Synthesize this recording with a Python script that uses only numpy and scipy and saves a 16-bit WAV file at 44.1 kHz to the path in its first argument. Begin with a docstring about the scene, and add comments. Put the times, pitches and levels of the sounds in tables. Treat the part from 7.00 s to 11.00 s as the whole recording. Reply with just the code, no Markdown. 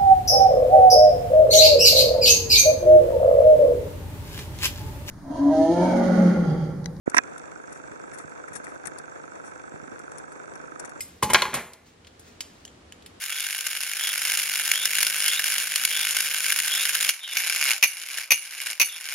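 """A rubber boot shifts in wet mud: bursting bubbles squelch, drops fall and its weight thuds softly.
A camera is louder than the mud. It starts with a thump and a clatter of plastic parts, and its
drive whirrs, ticks steadily and whistles faintly. Sounds carried by the camera's body reach the
two channels in opposite polarity: one channel swings up while the other swings down."""
import sys
import numpy as np
from scipy import signal
from scipy.fft import rfft, irfft, next_fast_len
from scipy.io import wavfile
from scipy.ndimage import uniform_filter1d, map_coordinates

SR = 44100
rng = np.random.default_rng(int(sys.argv[2]) if len(sys.argv) > 2 else 0)


def generate_wav(sig):
    """Save sig (samples, or channels by samples) to the path in sys.argv[1] as 16-bit PCM at SR."""
    pcm = np.round(np.clip(np.atleast_2d(sig).T, -1, 1) * 32767).astype(np.int16)
    wavfile.write(sys.argv[1], SR, pcm)


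N = 176400
TURN_S = 0.04  # one turn of the camera's drive
CRACKLE_RIGHT_DB = -22.5  # crackles, drops and scrapes are heard mostly on the left

# Tone colour of bright crackles and scrapes: frequency_hz, level_db
BRIGHT_COLOUR = [(2000, 2), (3500, -1.5), (5200, -1.5), (5650, 9), (6100, 4), (9600, 8), (11000, 1),
                 (13000, -8.5)]
# Tone colour of lower smacks and rubs: frequency_hz, level_db
DULL_COLOUR = [(400, -33), (1200, 27.5), (1800, 33.5), (2400, 23), (3500, -15)]
# Fine ticks within each turn of the drive: start_s, level_db
FINE_TICKS = [(0.0153, -53), (.0172, -51), (.0365, -50), (0.0352, -50.5)]


def amp(db):
    """Turn decibels into a gain."""
    return 10 ** (np.asarray(db) / 20)


def unit(x):
    """Scale a sound to an average (rms) level of 1."""
    return x / np.sqrt(np.mean(x ** 2) + 1e-20)


def along(points, hz):
    """Read a curve of (frequency, value) points at hz, on a log frequency axis."""
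    frequencies, values = np.transpose(points)
    return np.interp(np.log(hz + 1), np.log(frequencies + 1), values)


def filtered(x, response):
    """Multiply each frequency in a sound by response(hz)."""
    size = next_fast_len(N + SR // 4)
    return irfft(rfft(x, size) * response(np.fft.rfftfreq(size, 1 / SR)), size)[..., :N]


def coloured(x, points):
    """Give a sound a tone colour and an average level of 1."""
    return unit(filtered(x, lambda hz: amp(along(points, hz))))


def wobble(rate):
    """A smooth curve through `rate` random values a second."""
    return map_coordinates(rng.standard_normal(int(N * rate / SR) + 4), [np.arange(N) * rate / SR])


def ring(hz, t60, rise_s=0.0001):
    """A vibration, heard as its speed, that starts softly and fades by 60 dB in t60 seconds."""
    t = np.arange(SR // 5) / SR
    swing = np.sin(2 * np.pi * hz * t) * 1000 ** (-t / t60) * (1 - np.exp(-t / rise_s))
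    return np.diff(swing, prepend=0) * SR / (2 * np.pi * hz)


def add(track, start_s, sound):
    """Mix a sound into a track."""
    part = track[..., max(round(start_s * SR), 0):][..., :sound.shape[-1]]
    part += sound[..., :part.shape[-1]]


def opposed(x, left_db=0, right_db=0):
    """Make two channels, the left one upside down."""
    return np.array([-amp(left_db) * x, amp(right_db) * x])


def pops(per_s):
    """Tiny clicks of uneven size at random times."""
    clicks = (rng.random(N) < per_s / SR) * rng.choice([-1, 1], N)
    return clicks * amp(3 * np.minimum(rng.exponential(size=N), 3))


def bursts(rows, rise_s=0.002, fall_s=0.002):
    """A loudness curve that rises, holds and falls for each (start_s, length_s, level_db)."""
    level, t = np.zeros(N), np.arange(SR // 5) / SR
    for start, length, db in rows:
        fall = np.exp(-np.maximum(t - length / 2, 0) / (fall_s + length / 4))
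        add(level, start, amp(db) * np.minimum(t / rise_s, 1) * fall)
    return level


def whirr(level_db=-44.5, wobble_db=1.5):
    """The camera's drive makes a rolling noise with two wavering tones."""
    # Tone colour of the noise: frequency_hz, left_db, right_db
    colour = [(70, 2, 0.5), (132, -11.5, -1), (300, 3.5, 3.5), (426, 6, -3), (553, 5, 1.5), (736, 3, -2.5),
              (923, 0.5, 2.5), (1144, -2.5, -2.5), (1596, -6, 2.5), (1840, -7.5, -8.5), (2500, -17.5, -9.5),
              (3650, -26, -17), (4720, -32, -24), (5500, -19.5, -24), (7600, -19, -21.5), (8100, -23, -30),
              (10900, -29, -34)]
    # How alike the channels are: frequency_hz, likeness (-1 opposite, 0 unrelated)
    likeness = [(60, -0.79), (500, -0.64), (2500, -0.41), (6000, -0.027)]
    # Tones of the drive: pitch_hz, left_db, right_db
    tones = [(152.5, -68, -59), (507.6, -65.5, -54.5)]

    def shares(hz):
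        angle = np.arccos(np.clip(along(likeness, hz), -1, 1)) / 2
        return np.array([np.cos(angle), np.sin(angle)])

    common, opposite = filtered(rng.standard_normal((2, N)), shares)
    noise = np.array([common + opposite, common - opposite])
    bands, left, right = np.transpose(colour)
    noise = filtered(noise, lambda hz: amp([along(np.c_[bands, db], hz) for db in (left, right)]))
    out = unit(noise) * amp(level_db + wobble_db * wobble(30.38))
    for hz, left_db, right_db in tones:
        tone = np.sin(2 * np.pi * hz * np.arange(N) / SR + 0.39 * wobble(5.58))
        tone *= amp(1.2 * wobble(6.42))
        out += opposed(unit(tone), left_db, right_db)
    return out


def ticking(jitter_s=0.0003, spread_db=1.8, detune=0.026):
    """Every turn of the drive knocks its frame twice and gives two pairs of fine ticks."""
    # Knocks within each turn: start_s, level_db
    turn_knocks = [(-.0004, 0.5), (.0038, -7)]
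    # Notes the frame rings at: pitch_hz, ring_s, left_db, right_db
    frame_notes = [(153, 0.044, -49.5, -47), (301, 0.029, -47.5, -35), (670, 0.018, -37.5, -40),
                   (1340, 0.017, -38, -28), (1511, 0.034, -43.5, -34.5), (2090, 0.0047, -57, -32)]
    # Tone colour of the fine ticks: frequency_hz, level_db
    tick_colour = [(1000, -12.5), (2200, 5), (4400, -14), (6000, 1.5), (9000, -13), (13000, -46)]
    turns, out = np.arange(0, N / SR, TURN_S), np.zeros((2, N))
    knocks = [(turn + s + jitter_s * rng.normal(), db) for turn in turns for s, db in turn_knocks]
    for hz, t60, left_db, right_db in frame_notes:
        for start, db in knocks:
            note = ring(hz * (1 + detune * rng.normal()), t60, rise_s=0.0006)[:SR // 20]
            add(out, start, -amp(db + spread_db * rng.normal()) * opposed(note, left_db, right_db))
    tick_level = np.zeros(N)
    fall = np.exp(-np.arange(SR // 100) / SR / 0.00099)
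    for turn in turns:
        for offset, db in FINE_TICKS:
            start = turn + offset + 2 * jitter_s * rng.normal()
            add(tick_level, start, amp(db + 2 * spread_db * rng.normal()) * fall)
    hiss = coloured(rng.standard_normal((2, N)), tick_colour)
    return out + tick_level * hiss * amp([[0], [3]])  # ticks are louder on the right


def whistles(detune=0.06):
    """Faint, rough, high whistles come and go by chance with each half turn of the drive."""
    # Thin whistles: pitch_hz, level_db, chance (0 to 1)
    notes = [(6640, -61, .35), (7660, -58.5, 0.5)]
    t, out = np.arange(N) / SR, np.zeros(N)
    half_turn = (2 * (t - FINE_TICKS[0][0]) / TURN_S + 2).astype(int)
    for hz, db, chance in notes:
        dice, bend = rng.random((2, half_turn[-1] + 1))[:, half_turn]
        sounding = uniform_filter1d(1. * (dice < chance), size=60)
        pitch = hz * (1 + detune * (bend - 0.5))
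        roughness = 0.8 * wobble(500)
        out += amp(db) * sounding * np.sin(2 * np.pi * np.cumsum(pitch) / SR + roughness)
    return opposed(out, left_db=-33)


def thump(start_s=0.0778, gain_db=1.5, cutoff_hz=690):
    """One push as the camera starts, dull because the contact is soft."""
    # Notes of the thump: pitch_hz, level_db, ring_s
    notes = [(364, -2.5, 0.0063), (287, -9.5, 0.015)]
    out = np.zeros(N)
    add(out, start_s, -sum(amp(gain_db + db) * ring(hz, t60) for hz, db, t60 in notes))
    return opposed(filtered(out, lambda hz: 1 / (1 + (hz / cutoff_hz) ** 4)), left_db=-10)


def clatter(crack_hz=5720, crack_s=0.0055, db_per_octave=9):
    """Plastic parts rub, scrape and snap home, leaving a thin ring in the camera's shell."""
    # Snaps: start_s, level_db, favoured_pitch_hz, crack_db
    snaps = [(0.1452, 1.5, 1040, -21), (0.1601, -19, 1500, -31), (0.167, 1.5, 2260, -15),
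             (.1702, 2.5, 1490, -19), (0.1732, -1, 1680, -39), (0.1798, -15, 1900, -10.5),
             (0.182, 4, 1850, 3.5), (0.1859, 6.5, 1630, -26)]
    # Notes the shell rings at: pitch_hz, level_db, ring_s
    shell_notes = [(286, 10, 0.0091), (725, -5, 0.015), (1020, 4.5, 0.008), (1320, -4, 0.013),
                   (1652, -3.5, 0.016), (1827, 1.5, 0.0088), (2517, -4.5, 0.011), (2467, -29.5, .12),
                   (3480, -13, 0.011)]
    # Dry scrapes: start_s, length_s, level_db
    scrapes = [(.097, 0.004, -30), (.146, 0.0098, -31), (.166, 0.01, -24.5)]
    # Lower rubs as the parts start to move: start_s, length_s, level_db
    rubs = [(.068, 0.011, -36.5), (.134, 0.01, -33.5)]
    # How far the channels drift from being exact opposites: frequency_hz, shift_radians
    phase_shift = [(1000, 0.25), (6000, 0.78)]
    out, t = np.zeros(N), np.arange(SR // 5) / SR
    for start, db, favoured_hz, crack_db in snaps:
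        shell = 0
        for hz, note_db, t60 in shell_notes:
            octaves_away = abs(np.log2(hz / favoured_hz))
            shell += amp(note_db - db_per_octave * octaves_away) * ring(hz, t60, rise_s=0.001)
        hiss = amp(-13) * rng.standard_normal(len(t)) * 1000 ** (-t / crack_s)
        crack = ring(crack_hz, crack_s) + hiss
        add(out, start, amp(crack_db) * crack - amp(db) * shell)
    scrape = bursts(scrapes) * coloured(rng.standard_normal(N), BRIGHT_COLOUR)
    rub = bursts(rubs) * coloured(rng.standard_normal(N), DULL_COLOUR)
    left, right = opposed(out + rub, left_db=-10)
    left = filtered(left, lambda hz: np.exp(1j * along(phase_shift, hz)))
    return np.array([left, right]) + opposed(scrape, right_db=CRACKLE_RIGHT_DB)


def mud(pops_per_s=4500, stray_db=-68, colour_count=5, spread_db=2.5):
    """Each squelch is a cloud of bursting bubbles over a lower smack; stray bubbles pop in between."""
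    # Squelches: start_s, length_s, crackle_db, smack_db
    squelches = [(0.379, 0.005, -33.5, -41), (0.723, 0.014, -42, -48), (0.744, 0.065, -54, -55),
                 (1.133, 0.03, -44, -43), (1.184, 0.011, -35, -46.5), (1.202, 0.037, -50.5, -49),
                 (1.481, 0.01, -44, -34.5), (1.531, 0.026, -42.5, -48), (1.552, 0.029, -33.5, -44),
                 (1.641, 0.012, -38.5, -43), (1.667, 0.0036, -43, -31), (1.681, 0.047, -52.5, -48.5),
                 (1.854, 0.011, -31, -32), (1.87, 0.011, -31, -34.5), (1.983, 0.01, -36, -59),
                 (2.443, 0.074, -50.5, -63), (2.99, 0.0086, -43, -59), (3.116, 0.0067, -39.5, -53),
                 (3.181, 0.01, -37, -57), (3.318, 0.014, -46, -60), (3.554, 0.0043, -40.5, -38),
                 (3.795, 0.0085, -28.5, -57), (3.847, 0.013, -34.5, -45), (3.893, 0.0074, -40, -42.5)]
    rows = np.array(squelches)
    hz, colour_db = np.transpose(BRIGHT_COLOUR)
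    crackle = amp(stray_db) * coloured(pops(per_s=120), BRIGHT_COLOUR)
    for k in range(colour_count):  # the squelches take turns among slightly varied colours
        varied = np.c_[hz, colour_db + spread_db * rng.standard_normal(len(hz))]
        crackle += bursts(rows[k::colour_count, :3]) * coloured(pops(pops_per_s), varied)
    smack = bursts(rows[:, [0, 1, 3]]) * coloured(pops(pops_per_s), DULL_COLOUR)
    return opposed(crackle, right_db=CRACKLE_RIGHT_DB) + opposed(smack, right_db=-9)


def droplets():
    """Flung drops land on the water one by one, each with a short ping of its own pitch."""
    # Drops: start_s, level_db, pitch_hz
    drops = [(.707, -33, 9150), (1.1795, -27, 8200), (1.297, -31, 9800), (1.5355, -21, 10300),
             (1.746, -30, 11000), (1.8711, -6, 9700), (2.984, -23, 1000), (3.556, -32, 8450)]
    out = np.zeros(N)
    for start, db, hz in drops:
        add(out, start, amp(db) * ring(hz, t60=0.002))
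    return opposed(out, right_db=CRACKLE_RIGHT_DB)


def thuds():
    """Soft low bumps as the weight on the boot shifts."""
    # Bumps: start_s, level_db, pitch_hz
    bumps = [(0.911, -40.5, 86), (1.128, -45.5, 89), (1.248, -41, 89), (1.51, -42.5, 95),
             (2.742, -37.5, 120), (2.829, -40, 124), (2.917, -41.5, 257)]
    # Notes within a bump: pitch_multiple, level_db, ring_s
    notes = [(1, 6, 0.041), (1.7, .5, 0.048), (2.6, -6, 0.036)]
    out = np.zeros(N)
    for start, db, hz in bumps:
        for multiple, note_db, t60 in notes:
            add(out, start, amp(db + note_db) * ring(hz * multiple, t60, rise_s=0.00047))
    return opposed(out, left_db=-14.5)


def scene(start_s=0.0576, rise_s=0.0047):
    """Everything fades in quickly as the camera starts."""
    fade_in = np.clip((np.arange(N) / SR - start_s) / rise_s, 0, 1)
    boot = mud() + droplets() + thuds()
    camera = thump() + clatter() + whirr() + ticking() + whistles()
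    return fade_in * (boot + camera)


def record(dry, low_cut_hz=79, high_cut_hz=14000):
    """Cut three narrow bands, soften the treble, flatten overloud peaks and trim both ends of the range."""
    # Bands that are cut out: centre_hz, width_hz
    notches = [(3020, 943), (4020, 428), (5020, 470)]
    # Fading treble: frequency_hz, level_db
    treble = [(10300, 1.5), (11200, -5.5), (11900, -19), (14000, -26)]

    def response(hz):
        dips = [1 - 1j * hz * width / (centre ** 2 - hz ** 2 + 1j * hz * width)
                for centre, width in notches]
        return np.prod(dips, axis=0) * amp(along(treble, hz))

    out = np.clip(filtered(dry, response), -1, 1)
    out = signal.sosfilt(signal.butter(2, low_cut_hz, "high", fs=SR, output="sos"), out)
    return signal.sosfiltfilt(signal.butter(10, high_cut_hz, fs=SR, output="sos"), out)


dry = scene()
out = record(dry)
generate_wav(out)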